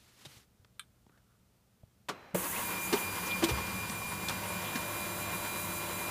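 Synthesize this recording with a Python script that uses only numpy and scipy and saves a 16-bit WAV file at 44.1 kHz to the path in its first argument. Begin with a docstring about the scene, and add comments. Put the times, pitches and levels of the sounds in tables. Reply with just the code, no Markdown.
"""Just above the transfer belt of an open laser printer, one microphone close in, a quiet room behind.
A hand rustles, taps lightly and clicks a button. A relay snaps and leaves the metal frame ringing,
then the drive jolts into motion: gear teeth whir in their housing, the belt hisses as it slides and
rollers shake the chassis. One motor sweeps upward while the main stepper sets in with a throbbing
whine. Clutches clack in and out, plastic parts rub, and the fans come up to speed."""
import sys
import numpy as np
from scipy.fft import rfft, irfft, next_fast_len
from scipy.io import wavfile
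from scipy.ndimage import uniform_filter1d, map_coordinates

SR = 44100
rng = np.random.default_rng(int(sys.argv[2]) if len(sys.argv) > 2 else 0)


def digitize_waveform(pressure):
    """Quantize a signal to 16-bit integers and store it at the path in sys.argv[1].

    Rows of a 2-D input are taken as channels; values are limited to [-1, 1].
    """
    field = np.atleast_2d(pressure).T
    bounded = np.clip(field, -1, 1)
    quanta = np.round(bounded * 32767).astype(np.int16)
    wavfile.write(sys.argv[1], SR, quanta)


N = 269010
DRIVE_START_S = 2.344

# The room's murmur behind the printer. Each row: frequency in Hz, relative level in dB.
ROOM_SPECTRUM = [(12, -39), (20, -22), (49, -8.5), (89, -3.5), (124, -11.5), (147, -11.5), (205, -7.5),
                 (270, -18.5), (525, -21), (1080, -27.5), (1350, -26), (1680, -30), (15000, -35)]
# The rustle of a sleeve. Each row: frequency in Hz, relative level in dB.
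SLEEVE_SPECTRUM = [(150, -20), (250, -0.5), (397, -3.5), (641, -9.5), (1190, -6.5), (4080, -6),
                   (13000, -14.5), (15000, -21)]
# A hand slides. Each row: start in seconds, seconds until release, level in dB, rise in seconds.
HAND_STROKES = [(-.02, .12, -65.5, 0.017), (0.115, 0.26, -58.5, 0.13)]
# The switch snaps over and lands. Each row: time in seconds, strength of the impulse in dB.
BUTTON_CONTACTS = [(0.7950, -5), (0.7980, -6)]
# Resonances of the plastic key. Each row: frequency in Hz, width in Hz, gain in dB.
BUTTON_MODES = [(1220, 140, -2), (1580, 160, 0), (2370, 160, -1), (3100, 110, -0.5), (3520, 170, 2),
                (4060, 390, -6), (8500, 460, -4), (10600, 1500, -15), (13500, 1500, -21)]
# The relay's spring and bracket. Each row: frequency in Hz, level in dB, t60 in seconds.
RELAY_MODES = [(1000, -62, .5), (2520, -61, .7), (4040, -66, 1.8), (12100, -79, 1.5), (12450, -80, 1.5)]
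# The metal frame's long ring. Each row: frequency in Hz, relative level in dB.
FRAME_SPECTRUM = [(70, -11), (170, 3.5), (900, 6.5), (2500, -2), (3600, -12), (6000, -17), (9000, -30)]
# Tones of fans and gear meshes. Each row: frequency in Hz, level in dB, time when up to speed in
# seconds, waver in Hz.
FAN_TONES = [(102.3, -53, 3.7, 2), (153, -57, 3.6, 2), (184, -56, 2.4, 2), (341, -54, 4.5, 1.5),
             (594, -53, 4.5, .8), (683, -58, 4.6, 1.5), (747, -61, 3.7, 1.5), (783, -63, 2.4, 2),
             (942, -60, 2.4, 3), (996, -58, 2.4, 3), (1024, -57, 4.5, 2), (1120, -56, 3.7, 2),
             (1366, -56.5, 4.95, 5), (1492, -62, 3.7, 2), (3786, -66, 4.4, 2), (3993, -56.5, 5.1, 1),
             (7574, -62, 4.3, 1.5)]
# Parts that rub in passing. Each row: peak time in seconds, band centre in Hz, level in dB,
# half length in seconds.
PLASTIC_RUBS = [(1.15, 1400, -75, .05), (1.319, 1330, -78, .05), (2.976, 3000, -44.5, 0.0089),
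                (3.273, 6340, -46, .015), (3.317, 3380, -41.5, 0.0093), (3.918, 9000, -46, .03),
                (4.10, 9600, -47.5, 0.033), (4.491, 9600, -46, 0.034), (4.679, 3330, -47, 0.033),
                (5.55, 8600, -51, 0.034)]
# The shaking chassis. Each row: frequency in Hz, relative level in dB.
RUMBLE_SPECTRUM = [(20, -17), (45, -11), (72, 0), (105, 3), (130, -7), (160, -0.5), (190, 7), (240, -6),
                   (400, -20.5)]
# The belt's hiss, right under the microphone. Each row: frequency in Hz, relative level in dB.
BELT_SPECTRUM = [(3000, -63), (5300, -17.5), (6400, -3.5), (8700, -3), (10500, 0.5), (11050, 2.5),
                 (11600, -2.5), (13000, -0.5), (13550, -5), (14000, 4.5), (14600, -3), (15300, 1.5)]
# The belt slips most as it starts, settles, then tightens. Each row: time in seconds, hiss in dB.
BELT_SLIP = [(2.45, -35.5), (2.72, -38), (3.1, -40), (3.6, -45), (4.2, -43), (4.88, -41.5), (5.0, -40),
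             (5.4, -40.5), (5.85, -39)]
# The whir of the gear train. Each row: frequency in Hz, relative level in dB.
WHIR_SPECTRUM = [(130, -18), (220, -5), (464, -4.5), (519, -2), (665, -5.5), (853, -3), (980, -1.5),
                 (1240, -9), (1370, -2.5), (2250, -8.5), (2440, -4.5), (2770, -8), (6000, -18.5),
                 (7800, -29), (13200, -120)]
# Resonances of the gear housing. Each row: frequency in Hz, width in Hz, relative level in dB.
HOUSING_MODES = [(331, 49, -3), (520, 46, -6), (952, 23, 3.5), (1000, 63, -4.5), (1080, 82, 1),
                 (2096, 43, -4.5), (2580, 69, -23)]
# Load on the gear train. Each row: time in seconds, gain of the gear noise in dB.
GEAR_LOAD = [(2.4, -38), (2.8, -40), (3.45, -38), (3.75, -41), (4.15, -42.5), (4.6, -39.5), (6.05, -40.5)]
# Panels and shafts jolted by a touch or by the mechanism. Each row: start in seconds, frequency in Hz,
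# peak level in dB, swell in seconds, t60 in seconds.
JOLTS = [(0.259, 137, -46.5, 0.0083, 0.1), (0.366, 100, -48, 0.0046, 0.033),
         (0.592, 91, -52.5, 0.0091, .07), (1.833, 94, -41, 0.0049, 0.025),
         (1.832, 626, -52.5, 0.0024, 0.018), (2.088, 190, -49, 0.023, 0.13),
         (2.338, 181.6, -32.5, 0.0054, 0.29), (2.346, 510, -30, 0.011, 0.094),
         (2.921, 341, -23, 0.01, 0.048), (2.929, 402, -20.5, 0.013, 0.061), (2.923, 246, -27, 0.011, .08),
         (3.417, 333.6, -19, 0.022, 0.1), (3.43, 250, -31, 0.013, 0.067), (3.49, 68, -30.5, 0.039, 0.34),
         (3.504, 124, -28.5, 0.0092, 0.16), (4.282, 133, -39, 0.0088, 0.081),
         (4.752, 240, -31.5, 0.0068, 0.061)]
# Light handling taps, then the relay, clutches and levers. Each row: start in seconds, level in dB,
# rattle time in seconds, tilt in dB per octave, t60 of the ring in seconds, part resonance in Hz.
IMPACTS = [(0.250, -46, 0.0047, 1, 0.067, 3520), (0.646, -57, 0.0017, -2, 0.03, 1300),
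           (1.064, -56.5, 0.0016, -5.5, 0.029, 720), (1.093, -62, .002, -4.5, .05, 1300),
           (1.110, -77, 0.039, -5, 0.77, 1400), (1.174, -66.5, 0.004, -2, .11, 1600),
           (2.085, -32.5, 0.0069, -1.5, 0.2, 1180), (2.345, -27.5, 0.0062, -7, 0.12, 520),
           (2.443, -42, 0.0016, 3, .03, 5200), (2.926, -28, 0.0056, 0.5, 0.43, 970),
           (3.423, -29, 0.0075, -3, .05, 394), (3.438, -27.5, 0.0049, 4, 0.039, 3400),
           (3.484, -30, 0.0072, -0.5, 0.24, 476), (3.668, -41.5, 0.0017, 4, .03, 5260),
           (3.896, -38, 0.0026, -1, 0.054, 6000), (4.284, -31, 0.0022, 2, 0.05, 4000),
           (4.293, -33, 0.0035, 1.5, 0.27, 1340), (4.753, -34, 0.0069, -0.8, 0.083, 1710)]
# The clatter of loose plastic. Each row: frequency in Hz, relative level in dB.
CLATTER_SPECTRUM = [(80, -36), (170, -5), (450, -1.5), (900, -3), (1700, -3.5), (3200, -3), (5000, -7.5),
                    (8000, -11), (11000, -16.5), (15000, -22)]
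# Resonances of the second motor's mount. Each row: frequency in Hz, width in Hz, level in dB.
MOUNT_MODES = [(2010, 170, -46), (2500, 160, -44), (2890, 200, -49), (6700, 230, -46)]
# Overtones and side tones of the whine. Each row: multiple of the step rate, level in dB as the drive
# starts, drift in dB per second.
WHINE_OVERTONES = [(8 / 5, -63, .6), (2, -55, -2), (3, -57.5, .1)]
# The whine swells or dips briefly. Each row: centre in seconds, change in dB, half length in seconds.
WHINE_SURGES = [(3.325, 9.5, 0.033), (3.408, -3, .035), (3.65, 1, .1), (4.432, -6.5, 0.082),
                (5.16, -5, 0.023), (5.343, 6, 0.019), (5.88, -12, 0.016)]


def amp(db):
    """Decibels to gain."""
    return 10 ** (np.asarray(db) / 20)


def unit(x):
    """Scale to rms 1."""
    return x / np.sqrt(np.mean(x ** 2) + 1e-20)


def clock():
    """The time of every sample, in seconds."""
    return np.arange(N) / SR


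def curve(points):
    """Straight lines through (seconds, value) points, one value a sample."""
    return np.interp(clock(), *np.transpose(points))


def fade_in(s, length):
    """A ramp from 0 to 1 that begins at s."""
    return np.clip((clock() - s) / length, 0, 1)


def bump(s, half_length):
    """A bell-shaped swell of height 1 centred on s."""
    return np.exp(-((clock() - s) / half_length) ** 2)


def wobble(rate):
    """A smooth random curve, rate knots a second."""
    knots = rng.standard_normal(int(N * rate / SR) + 4)
    return map_coordinates(knots, [clock() * rate], mode="nearest")


def filtered(x, response):
    """Pass x through a complex frequency response."""
    size = next_fast_len(len(x) + 8192)
    return irfft(rfft(x, size) * response(np.fft.rfftfreq(size, 1 / SR)), size)[:len(x)]


def colour(points, tilt_db=0):
    """The response through (Hz, dB) points, tilted by dB per octave."""
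    f, db = np.transpose(points)
    return lambda hz: amp(np.interp(np.log(hz + 1), np.log(f + 1), db + tilt_db * np.log2(f)))


def body(modes):
    """The response of (Hz, width in Hz, dB) resonances of alternating sign."""
    return lambda f: sum((-1) ** k * amp(db) * 1j * f * width / (hz * hz - f * f + 1j * f * width)
                         for k, (hz, width, db) in enumerate(modes))


def band(hz, centre_hz, octaves):
    """A bell of height 1 on an octave scale."""
    return np.exp(-(np.log2((hz + 1) / centre_hz) / octaves) ** 2)


def noise(response, size=N):
    """Coloured noise of rms 1."""
    return unit(filtered(rng.standard_normal(size), response))


def tone(hz):
    """A sine of rms 1 that follows a frequency curve."""
    return np.sqrt(2) * np.sin(2 * np.pi * (np.cumsum(hz) / SR + rng.random()))


def add(track, s, sound):
    """Mix a sound into the track at time s."""
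    part = track[max(round(s * SR), 0):][:len(sound)]
    part += sound[:len(part)]


def room_tone(murmur_db=-68.5, hum_db=-75, hum_hz=120):
    """Farthest back, the low murmur of the room and a faint mains hum."""
    murmur = amp(murmur_db) * noise(colour(ROOM_SPECTRUM))
    hum = amp(hum_db + 1.3 * wobble(9.2)) * tone(np.full(N, hum_hz))
    return murmur + hum


def hand_rustle(release_s=0.086, flutter_db=1.2):
    """A hand slides in two short, rustling strokes."""
    strokes = sum(amp(db) * fade_in(s, rise) * (1 - fade_in(s + length, release_s))
                  for s, length, db, rise in HAND_STROKES)
    return strokes * amp(flutter_db * wobble(122.3)) * noise(colour(SLEEVE_SPECTRUM))


def button(echo_db=-32, echo_t60=0.1):
    """Two sharp contacts ring a small plastic key; the room answers faintly."""
    out, t = np.zeros(N), np.arange(SR // 4) / SR
    impulse = t == 0
    for s, db in BUTTON_CONTACTS:
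        echo = rng.standard_normal(len(t)) * amp(echo_db - 60 * t / echo_t60)
        add(out, s, amp(db) * (impulse + echo))
    return filtered(out, body(BUTTON_MODES))


def relay_ring(start_s=2.09, frame_db=-53, frame_t60=3.4):
    """The relay leaves its spring and the metal frame ringing for a second."""
    out, t = np.zeros(N), np.arange(SR) / SR
    spring = sum(amp(db - 60 * t / t60) * np.sin(2 * np.pi * hz * t) for hz, db, t60 in RELAY_MODES)
    frame = noise(colour(FRAME_SPECTRUM), size=len(t)) * amp(frame_db - 60 * t / frame_t60)
    add(out, start_s, spring + frame)
    return out


def fans(rise_s=0.38, flutter_db=1.04):
    """Blade and mesh tones swell as their rotors reach speed, and waver a little."""
    out = np.zeros(N)
    for hz, db, at_speed_s, waver_hz in FAN_TONES:
        gain = amp(db + flutter_db * wobble(6.4)) * fade_in(at_speed_s - rise_s, rise_s)
        out += gain * tone(hz + waver_hz * wobble(12))
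    return out * fade_in(DRIVE_START_S, .006)


def scrapes(octaves=0.31):
    """Plastic rubs on plastic and briefly sings in one rough band."""
    out, t = np.zeros(N), np.arange(SR // 4) / SR
    middle = t.mean()
    for s, hz, db, half_length in PLASTIC_RUBS:
        friction = noise(lambda f: band(f, hz, octaves), size=len(t))
        swell = np.exp(-((t - middle) / half_length) ** 2)
        add(out, s - middle, amp(db) * friction * swell)
    return out


def chassis_rumble(level_db=-48, lift_db=5.5, clutch_s=2.95, rise_s=0.5, settle_s=2.5, flutter_db=.8):
    """Rollers shake the chassis, harder for a while when the clutches engage."""
    working = fade_in(clutch_s, rise_s) - fade_in(clutch_s + rise_s, settle_s)
    gain = amp(level_db + lift_db * working + flutter_db * wobble(20))
    return gain * noise(colour(RUMBLE_SPECTRUM)) * fade_in(DRIVE_START_S, .04)


def belt_hiss(flutter_db=1.16):
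    """Just below the microphone, the belt hisses as it slides."""
    gain = amp(curve(BELT_SLIP) + flutter_db * wobble(18))
    return gain * noise(colour(BELT_SPECTRUM)) * fade_in(DRIVE_START_S, 0.0042)


def gears(taps_per_s=260, housing_db=-6, whir_db=-3.5, flutter_db=1.4):
    """Gear teeth tap the housing at random over a broad whir; both follow the load."""
    taps = (rng.random(N) < taps_per_s / SR) * rng.standard_normal(N)
    tooth_force = unit(taps) + 0.88 * rng.standard_normal(N)
    housing = amp(housing_db) * unit(filtered(tooth_force, body(HOUSING_MODES)))
    load = amp(curve(GEAR_LOAD) + flutter_db * wobble(24))
    whir = amp(whir_db) * noise(colour(WHIR_SPECTRUM))
    return load * (housing + whir) * fade_in(DRIVE_START_S, 0.0042)


def thumps():
    """A jolted part swings up while it is pushed, then dies away."""
    out, t = np.zeros(N), np.arange(SR // 2) / SR
    for s, hz, db, swell, t60 in JOLTS:
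        swing = np.minimum(t / swell, 1) ** 2 * amp(-60 * np.maximum(t - swell, 0) / t60)
        add(out, s, amp(db) * swing * np.sin(2 * np.pi * hz * t))
    return out


def clatter(part_hz, tilt_db, size, boost_db=7, octaves=0.33):
    """The noise of loose plastic, lifted around the part's own resonance."""
    plastic = colour(CLATTER_SPECTRUM, tilt_db)
    return noise(lambda hz: plastic(hz) * amp(boost_db * band(hz, part_hz, octaves)), size)


def knocks(ring_db=-2.98, grain=0.12, dull_db_per_octave=-3):
    """Loose plastic parts rattle briefly; then the frame rings out, duller."""
    out, t = np.zeros(N), np.arange(SR // 2) / SR
    for s, db, rattle_s, tilt_db, t60, part_hz in IMPACTS:
        roughness = unit(uniform_filter1d(rng.standard_normal(len(t)), size=32))
        contacts = unit(np.exp(grain * roughness))
        burst_shape = (t / rattle_s) * np.exp(1 - t / rattle_s)
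        burst = contacts * burst_shape * clatter(part_hz, tilt_db, len(t))
        ring_shape = amp(ring_db - 60 * t / t60) * (1 - np.exp(-t / rattle_s))
        ring = ring_shape * clatter(part_hz, tilt_db + dull_db_per_octave, len(t))
        add(out, s, amp(db) * (burst + ring))
    return out


def motor_run_up(from_s=2.47, until_s=2.88, start_hz=1130, hz_per_s=14400,
                 direct_db=-62, chatter_hz=60, flutter_db=3.0):
    """A second motor speeds up evenly, chattering, and flares at each resonance of its mount."""
    hz = start_hz + hz_per_s * np.clip(clock() - from_s, 0, until_s - from_s)
    mount = sum(amp(db) / (1 + (2 * (hz - centre) / width) ** 2) for centre, width, db in MOUNT_MODES)
    running = fade_in(from_s, .02) * (1 - fade_in(until_s, .02))
    gain = running * (amp(direct_db) + mount) * amp(flutter_db * wobble(70))
    return gain * tone(hz + chatter_hz * wobble(400))


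def stepper(step_hz=2400, jitter_hz=3, from_s=2.58, rise_s=.11, level_db=-43.5, sag_db_per_s=1.11,
            turn_hz=4.04, turn_peak_s=2.816, flutter_db=1.5, overtone_flutter_db=2.0):
    """The main motor whines at its step rate, throbs with each shaft turn and eases as it runs in."""
    rate = step_hz + jitter_hz * wobble(60)
    running_s = np.maximum(clock() - DRIVE_START_S, 0)
    shaft_angle = 2 * np.pi * turn_hz * (clock() - turn_peak_s)
    throb_db = 1.83 * np.cos(shaft_angle) - 0.3 * np.cos(2 * shaft_angle)
    surge_db = sum(db * bump(s, half_length) for s, db, half_length in WHINE_SURGES)
    whine_db = level_db - sag_db_per_s * running_s + throb_db + surge_db + flutter_db * wobble(32)
    whine = amp(whine_db) * tone(rate)
    for order, db, drift_db_per_s in WHINE_OVERTONES:
        overtone_db = db + drift_db_per_s * running_s + overtone_flutter_db * wobble(16)
        whine += amp(overtone_db) * tone(order * rate)
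    return whine * fade_in(from_s, rise_s)


def scene():
    """Everything reaches one microphone above the belt, the same in both channels."""
    drive = gears() + belt_hiss() + chassis_rumble() + stepper() + motor_run_up()
    printer = drive + fans() + knocks() + thumps() + scrapes() + relay_ring() + button()
    mono = printer + hand_rustle() + room_tone()
    return np.array([mono, mono])


def record(dry):
    """The recorder keeps nothing above its band limit."""
    top_hz, edge_hz = 15300, 200
    lowpass = lambda hz: np.clip((top_hz - hz) / edge_hz + .5, 0, 1) ** 2
    return np.array([filtered(channel, lowpass) for channel in dry])


dry = scene()
out = record(dry)
digitize_waveform(out)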